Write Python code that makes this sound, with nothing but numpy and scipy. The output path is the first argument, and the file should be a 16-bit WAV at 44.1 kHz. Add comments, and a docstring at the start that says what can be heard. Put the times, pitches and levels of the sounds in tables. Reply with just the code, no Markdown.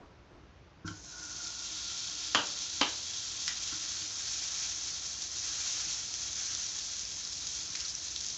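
"""Butter sizzles in a hot frying pan: its water boils out as tiny steam bubbles that fizz and shake the
pan, and bursting drops spit ever more often. The lump slides off a plate with a rustle and lands with
thuds and a splat; the plate is set on the steel counter with two ringing knocks. A spatula bumps,
ticks and squeaks on the pan, and the fizz swells as it spreads the fat. A gas burner rushes underneath.
The kitchen is small and tiled; the sound is mono, with the top treble cut off."""
import sys
import numpy as np
from scipy import signal
from scipy.fft import rfft, irfft, next_fast_len
from scipy.io import wavfile
from scipy.ndimage import uniform_filter1d

SR = 44100
rng = np.random.default_rng(int(sys.argv[2]) if len(sys.argv) > 2 else 0)


def transcribe(signal):
    """Save signal, clipped to [-1, 1], as a 16-bit WAV file at the path in sys.argv[1]."""
    frames = np.atleast_2d(signal).T
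    limited = np.clip(frames, -1, 1)
    pcm = np.round(limited * 32767).astype(np.int16)
    wavfile.write(sys.argv[1], SR, pcm)


N = 369116
T = np.arange(N) / SR

# spatula strokes spreading fat over hot metal: (start [s], length [s], fizz lift [dB])
STROKES = [(3.45, 0.78, 1.3), (4.13, 0.89, 3), (5.323, 0.77, 5), (6.128, 0.88, 3), (7.48, 0.55, 1.2)]

def sizzle(land_s=0.85, touch_s=0.025, warm_up_s=0.3, drying_db_per_s=0.34, splash_t60_s=0.45):
    """The butter lands with a hiss, heats up, boils off its water in spurts and slowly dries."""
    age = since(land_s)
    strokes = [(arch(s, length, skew=0.87), db) for s, length, db in STROKES]
    stirring = sum(swell for swell, _ in strokes)
    lift_db = sum(db * swell for swell, db in strokes)
    splash = amp(-60 * age / splash_t60_s)
    cold_db = -23.5 * np.exp(-age / warm_up_s)
    boil = amp(-38 + cold_db - drying_db_per_s * age + lift_db)
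    spurts = amp(0.94 * wander(rate_hz=24) - 0.11 * wander(rate_hz=7.8))
    frying = np.hypot(boil, amp(-46) * splash) * spurts * foam(age, stirring)
    return np.minimum(age / touch_s, 1) * (frying + pan_hum(lift_db, splash))


# fizz under the solid lump: (frequency [Hz], relative density [dB])
LUMP_SPECTRUM = [(1470, -45), (2500, -12.5), (2940, -13.5), (3180, -6.5), (3360, -3.5), (4290, -3),
                 (4680, -2), (6350, 1), (7360, -4.5), (7710, -17.5), (8450, -34), (11000, -67),
                 (18600, -120)]
# higher, thinner fizz: (frequency [Hz], relative density [dB])
THIN_SPECTRUM = [(1470, -43.5), (2500, -15.5), (2990, -24), (3540, -13), (4180, -5.5), (4560, -8),
                 (4970, -3), (6160, 2.5), (6790, 0), (7360, -8.5), (7750, -15), (8150, -38), (8450, -30),
                 (11000, -72.5), (18600, -120)]
# coarse bubbles: (frequency [Hz], relative density [dB])
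COARSE_SPECTRUM = [(300, -27), (600, -11.5), (1000, -5), (1600, 3), (2200, 1), (2800, 3.5), (3400, 5),
                   (4500, -25.5)]
# thin fizz, all at landing, almost none by 1.75 s, then partly back: (time [s], share [0-1])
THIN_SHARE = [(0.9, 1), (1.35, 0.8), (1.75, 0.04), (3.2, 0.23), (4.5, 0.62), (8.3, 0.61)]

def foam(age, stirring, coarse_db=-16.5, stirred_db=2.5):
    """Fine bubbles shift between a fuller and a thinner fizz; stirring brings up the coarse ones."""
    thin = np.interp(T, *np.transpose(THIN_SHARE))
    spread_db = 0.75 + 0.266 * age  # sizes grow more unequal as the fat heats
    fine = bubbles(per_s=5000, spread_db=spread_db, lo_hz=2116, hi_hz=8520, cycles=2.1, room_db=-2)
    fizz = (1 - thin) * coloured(fine, LUMP_SPECTRUM) + thin * coloured(fine, THIN_SPECTRUM)
    coarse = bubbles(per_s=2200, spread_db=spread_db, lo_hz=517, hi_hz=4010, cycles=0.67, room_db=4)
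    return fizz + amp(coarse_db + stirred_db * stirring) * coloured(coarse, COARSE_SPECTRUM)


def bubbles(per_s, spread_db, lo_hz, hi_hz, cycles, room_db, pitches=12, spot_count=4):
    """Steam bubbles burst at random, each a short ping; most are tiny, a few large."""
    sizes = amp(spread_db * np.minimum(rng.exponential(1, N), 5))
    sizes /= np.sqrt(uniform_filter1d(sizes ** 2, size=20001))
    bursts = sizes * (rng.random(N) < per_s / SR)
    pitch_index = rng.integers(0, pitches, N)
    t = np.arange(512) / SR
    spots = np.zeros((spot_count, N))  # each spot in the pan has its own echoes
    for k, hz in enumerate(np.linspace(lo_hz, hi_hz, pitches)):
        ping = np.sin(2 * np.pi * hz * t) * np.exp(-t * hz / cycles)
        spots[k % spot_count] += signal.oaconvolve(bursts * (pitch_index == k), unit_rms(ping))[:N]
    return sum(spot + amp(room_db) * kitchen(spot)[:N] for spot in spots)


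# lower pan modes rung by the boiling: (frequency [Hz], width [Hz], gain [dB])
BOIL_MODES = [(309.2, 49, -43.5), (712, 88, -46.5), (933, 120, -47), (1077, 38, -48)]

def pan_hum(lift_db, splash, seated_s=1.038, rise_s=0.21, fade_s=0.23, sag_s=0.6):
    """Boiling shakes the pan bottom; the hum sags and fades as the lump melts."""
    age = since(seated_s)
    level_db = -49 - 16 * np.log10(1 + age / fade_s) + 0.8 * lift_db
    drive = np.minimum(age / rise_s, 1) * amp(level_db) + amp(-48) * splash
    hum = resonant_noise(hz=1361 + 110 * np.exp(-age / sag_s), width_hz=120)
    body = sum(amp(db) * resonant_noise(hz, width) for hz, width, db in BOIL_MODES)
    return drive * hum + drive ** 0.38 * body  # lower modes swell less


# loudest spits: (time [s], peak [dB], centre [Hz])
LOUD_SPITS = [(2.471, -21, 5150), (3.6769, -25, 5400), (6.1399, -22, 5850), (6.33, -25, 6200),
              (6.5502, -17.5, 6100), (6.6412, -27, 5750), (7.4697, -22.5, 5200), (7.5679, -28, 5600),
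              (7.7564, -24, 5500), (7.8824, -24.5, 5450), (7.9516, -22, 6350), (8.0834, -28, 6000),
              (8.1619, -18.5, 4400), (8.2652, -22, 5900), (8.2861, -23, 6200)]

def spits(patter_from_s=3.5, growth_per_s2=2.4, patter_db=-28.5, patter_hz=5600, candidates=200):
    """Water drops burst in hot fat: a few loud spits and a thickening random patter."""
    times, chance = (rng.random((candidates, 2)) * [N / SR, candidates * SR / N]).T
    size, pitch = rng.standard_normal((candidates, 2)).T
    patter = np.column_stack([times, patter_db + 2.6 * size, patter_hz * 2 ** (0.1 * pitch)])
    rate_per_s = growth_per_s2 * (times - patter_from_s)
    out = np.zeros(N)
    for s, peak_db, hz in [*LOUD_SPITS, *patter[chance < rate_per_s]]:
        add(out, s, amp(peak_db) * snap(hz, octaves=0.38, echo_db=-5.5))
    return out


# band shared by spits and ticks: (frequency [Hz], relative density [dB])
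SNAP_SPECTRUM = [(100, -35), (800, -7.5), (1500, 5), (6800, 4.5), (7500, -2.5), (8400, -41)]

def snap(centre_hz, octaves, echo_db):
    """A sharp pulse scattered in the pan, at peak 1, plus its room echo."""
    def gain_db(hz):
        detuning = np.log2((hz + 1) / centre_hz) / octaves
        return at_hz(SNAP_SPECTRUM, hz) - 20 * np.log10(1 + detuning ** 2)

    pulse = scatter(click(gain_db), decay_s=0.0011, strength=0.28)
    pulse /= abs(pulse).max()
    sound = amp(echo_db) * kitchen(pulse, build_s=0.0017)
    add(sound, 0, pulse)
    return sound


# plate on counter: (time [s], level [dB], contact [0 rim, 1 foot], relative clatter [dB])
PLATE_CONTACTS = [(2.3484, -1.5, 0.064, 3), (2.354, -9.5, 0.92, -3), (2.8122, -6.5, 1, 3.5),
                  (2.8152, -6, 0.61, -0.5), (2.8314, -12, 0.46, -2)]
# crack of the rim: (frequency [Hz], relative density [dB])
RIM_SPECTRUM = [(41, -40.5), (70, -9), (308, -4.5), (551, -9), (1160, -1), (1440, 0.5), (1760, -3),
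                (2280, -13), (2740, -2.5), (3210, 2.5), (3850, -18.5), (4610, -5.5), (5090, -12),
                (6880, -7), (8400, -49), (10900, -75), (18500, -120)]
# crack of the foot: (frequency [Hz], relative density [dB])
FOOT_SPECTRUM = [(65, -52.5), (110, -25), (277, -7), (429, -10), (1230, -6.5), (1390, -13.5), (1610, -2),
                 (1830, -14.5), (2120, -5.5), (2580, -5), (2830, -4), (4290, -4), (5950, -11), (7270, -16),
                 (8400, -54), (10900, -73), (18500, -120)]
# plate and counter modes: (frequency [Hz], rim gain [dB], foot gain [dB], t60 [s])
PLATE_MODES = [(286, -9.5, 5.5, 0.19), (510, -14, -7, 0.22), (576, -15, -26.5, 0.78),
               (847, -0.5, -0.5, 0.15), (950, -13, -5, 0.29), (988, -5, -3, 0.27), (1149, 6, -6, 0.12),
               (1250, -4.5, 2, 0.18), (1490, -11, -22, 0.35), (2390, -17, -9.5, 0.22), (2737, -8, -7, 0.38),
               (3030, -11, -7, 0.49), (2890, -8, 0, 0.28), (3140, -9, 0, 0.1), (3110, -5, -4, 0.23),
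               (3480, -6.5, -9.5, .27), (3288, -3, -14, 0.11), (3920, -19.5, -5, 0.67),
               (4350, -8.5, -19, .35)]

def plate_knocks(ring_db=-31):
    """Each contact gives a crack, a diffuse clatter of counter and room, and the plate's ring."""
    out, t = np.zeros(N), np.arange(SR // 2) / SR
    for s, level_db, foot, clatter_db in PLATE_CONTACTS:
        pulse = click(lambda hz: (1 - foot) * at_hz(RIM_SPECTRUM, hz) + foot * at_hz(FOOT_SPECTRUM, hz))
        crack = amp(level_db) * pulse
        add(out, s, scatter(crack, decay_s=0.0026, strength=0.18))
        add(out, s, amp(clatter_db) * kitchen(crack, build_s=0.0091))
        for hz, rim_db, foot_db, t60 in PLATE_MODES:
            mode_db = level_db + ring_db + (1 - foot) * rim_db + foot * foot_db
            add(out, s, rng.choice([-1, 1]) * amp(mode_db - 60 * t / t60) * np.sin(2 * np.pi * hz * t))
    return out


# butter, then spatula, bumping the pan: (time [s], gain [dB], contact time [s])
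PAN_BLOWS = [(0.8451, -31.5, 0.0032), (0.8743, -37, 0.00064), (0.904, -36, 0.0017), (3.722, -41, 0.00091),
             (4.01, -48, 0.0019), (5.861, -49, 0.0016), (7.693, -46.5, 0.0023)]
# pan on its support: (frequency [Hz], gain [dB], t60 [s])
PAN_MODES = [(98.2, -3, 0.29), (164, -4.5, 0.18), (173.6, -12.5, 0.2), (293.2, -14.5, 0.59),
             (315, -3, 0.25), (1075, -6.5, 0.12), (1373, 4, 0.11), (1452, 3.5, 0.1), (1536, 4.5, 0.083)]

def pan_blows(press_s=0.0048):
    """Soft blows ring the pan; the longer the contact, the duller the ring."""
    out, t = np.zeros(N), np.arange(SR // 2) / SR
    pressing = np.sin(np.pi / 2 * np.minimum(t / press_s, 1)) ** 2  # fat and rubber load it gradually
    for s, gain_db, contact_s in PAN_BLOWS:
        ring = 0
        for hz, db, t60 in PAN_MODES:
            contact_cycles = hz * contact_s
            coupling = 2 * contact_cycles / (0.5 + 3 * contact_cycles ** 2)
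            ring += coupling * amp(db - 60 * t / t60) * np.sin(2 * np.pi * hz * t)
        add(out, s, amp(gain_db) * ring * pressing)
    return out


# sharp ticks on the pan: (time [s], peak [dB], centre [Hz], relative echo [dB])
PAN_TICKS = [(0.8782, -32.5, 4900, 0), (3.479, -16.5, 4400, -1.5), (7.753, -22.5, 5200, -4)]

def pan_ticks():
    """The butter's landing splat, then two spatula ticks: all wider in band than a spit."""
    out = np.zeros(N)
    for s, peak_db, hz, echo_db in PAN_TICKS:
        add(out, s, amp(peak_db) * snap(hz, octaves=1.56, echo_db=echo_db))
    return out


# spatula slips: (start [s], length [s], starting pitch [Hz], level [dB])
SLIPS = [(7.847, 0.016, 4600, -36.5), (7.88, 0.05, 4900, -40.5)]

def spatula_squeaks(rise_hz_per_s=7000):
    """Each slip on the greased pan makes a short, rough, rising whistle."""
    out = np.zeros(N)
    for s, length, start_hz, db in SLIPS:
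        hz = start_hz + rise_hz_per_s * np.minimum(since(s), length)
        out += amp(db) * arch(s, length) * resonant_noise(hz, width_hz=1100)
    return out


# sleeve and spatula rustles: (peak time [s], level [dB])
RUSTLE_PEAKS = [(0.01, -52.5), (0.34, -57.5)]
# cloth and plastic: (frequency [Hz], relative density [dB])
RUSTLE_SPECTRUM = [(90, 2), (170, -9), (310, 3), (480, -3), (750, -5), (1300, -10), (4000, -42)]

def rustle(rise_s=0.11, t60_s=0.53, uneven_db=2):
    """Sleeve and spatula rustle dully as the butter is pushed off the plate."""
    level = sum(np.clip(1 + (T - s) / rise_s, 0, 1) * amp(db - 60 * since(s) / t60_s)
                for s, db in RUSTLE_PEAKS)
    uneven = amp(uneven_db * wander(rate_hz=44))
    return level * uneven * coloured(rng.standard_normal(N), RUSTLE_SPECTRUM)


# burner and room noise: (frequency [Hz], relative density [dB])
BURNER_SPECTRUM = [(25, -35.5), (54, -4.5), (100, -6), (130, -12.5), (175, -11), (220, -18), (300, -16),
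                   (380, -18), (700, -21.5), (1500, -24.5), (2600, -29.5), (4000, -33.5), (6300, -37.5),
                   (7400, -49), (8200, -73.5)]

def burner(rush_db=-57.5, flutter_db=0.5, mains_db=-68):
    """The gas flame's rush flutters in the bass and is steady above, over a faint mains hum."""
    rush = amp(rush_db) * coloured(rng.standard_normal(N), BURNER_SPECTRUM)
    bass = signal.sosfiltfilt(signal.butter(2, 400, fs=SR, output="sos"), rush)
    flutter = amp(flutter_db * wander(rate_hz=11)) - 1
    return rush + bass * flutter + amp(mains_db) * np.sin(2 * np.pi * 60 * T)


# kitchen reverberation: (frequency [Hz], t60 [s])
KITCHEN_T60 = [(200, 0.29), (600, 0.43), (1400, 0.29), (3200, 0.29), (7000, 0.11)]

def kitchen(x, build_s=0.02, size=20000):
    """Dense reflections from tiles and steel build up, then each band dies at its own rate."""
    build_up = np.sqrt(1 - np.exp(-np.arange(size) / SR / build_s))
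    taps = rng.choice([-1, 1], size) * (rng.random(size) < 0.12) * build_up
    hz, t, bands = signal.stft(taps, SR, nperseg=256)
    decay = amp(-60 * t / at_hz(KITCHEN_T60, hz)[:, None])
    tail = signal.istft(bands * decay, SR, nperseg=256)[1]
    return signal.fftconvolve(x, tail / np.linalg.norm(tail))


def scatter(x, decay_s, strength, size=1024):
    """A pulse and its first quick reflections from nearby metal."""
    t = np.arange(size) / SR
    reflections = strength * rng.standard_normal(size) * np.exp(-t / decay_s)
    return np.convolve(x, (t == 0) + reflections)


def resonant_noise(hz, width_hz):
    """Noise through a resonance at hz (number or curve), at rms 1."""
    carrier = np.exp(2j * np.pi * np.cumsum(hz * np.ones(N)) / SR)
    pole = np.exp(-np.pi * width_hz / SR)
    baseband = signal.lfilter([1], [1, -2 * pole, pole * pole], rng.standard_normal(N) / carrier)
    return unit_rms((carrier * baseband).real)


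def click(gain_db, size=4096):
    """Minimum-phase pulse of energy 1 with the spectral shape gain_db(hz)."""
    log_gain = np.log(amp(gain_db(abs(np.fft.fftfreq(size, 1 / SR)))) + 1e-5)
    pulse = np.fft.ifft(np.exp(np.conj(signal.hilbert(log_gain)))).real
    return pulse / np.linalg.norm(pulse)


def coloured(x, spectrum):
    """Filters by a spectrum table, to rms 1."""
    return unit_rms(signal.oaconvolve(x, click(lambda hz: at_hz(spectrum, hz)))[:N])


def wander(rate_hz):
    """Slow random curve of rms 1."""
    size = next_fast_len(N)
    hz = np.fft.rfftfreq(size, 1 / SR)
    return unit_rms(irfft(rfft(rng.standard_normal(size)) / (1 + (hz / rate_hz) ** 2), size)[:N])


def arch(start_s, length_s, skew=1):
    """Swells from 0 to 1 and back; skew under 1 peaks early."""
    return np.sin(np.pi * np.clip((T - start_s) / length_s, 0, 1) ** skew)


def since(s):
    """Seconds since s, 0 before it."""
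    return np.maximum(T - s, 0)


def at_hz(table, hz):
    """Interpolates on a log-frequency axis."""
    table_hz, values = np.transpose(table)
    return np.interp(np.log(hz + 1), np.log(table_hz + 1), values)


def add(mix, s, sound):
    """Mixes a sound in at s seconds."""
    part = mix[round(s * SR):][:len(sound)]
    part += sound[:len(part)]


def amp(db):
    """Decibels to gain."""
    return 10 ** (np.asarray(db) / 20)


def unit_rms(x):
    """Scales to rms 1."""
    return x / np.sqrt(np.mean(x ** 2) + 1e-20)


def scene():
    """Everything at the stove, in one channel."""
    return (sizzle() + pan_blows() + plate_knocks() + spits()
            + pan_ticks() + spatula_squeaks() + rustle() + burner())[None]


def record(dry, cutoff_hz=8550):
    """A steep low-pass cuts the top treble."""
    low_pass = signal.firwin(511, cutoff_hz, window=("kaiser", 9), fs=SR)
    return signal.oaconvolve(dry, low_pass[None], "same")


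dry = scene()
out = record(dry)
transcribe(out)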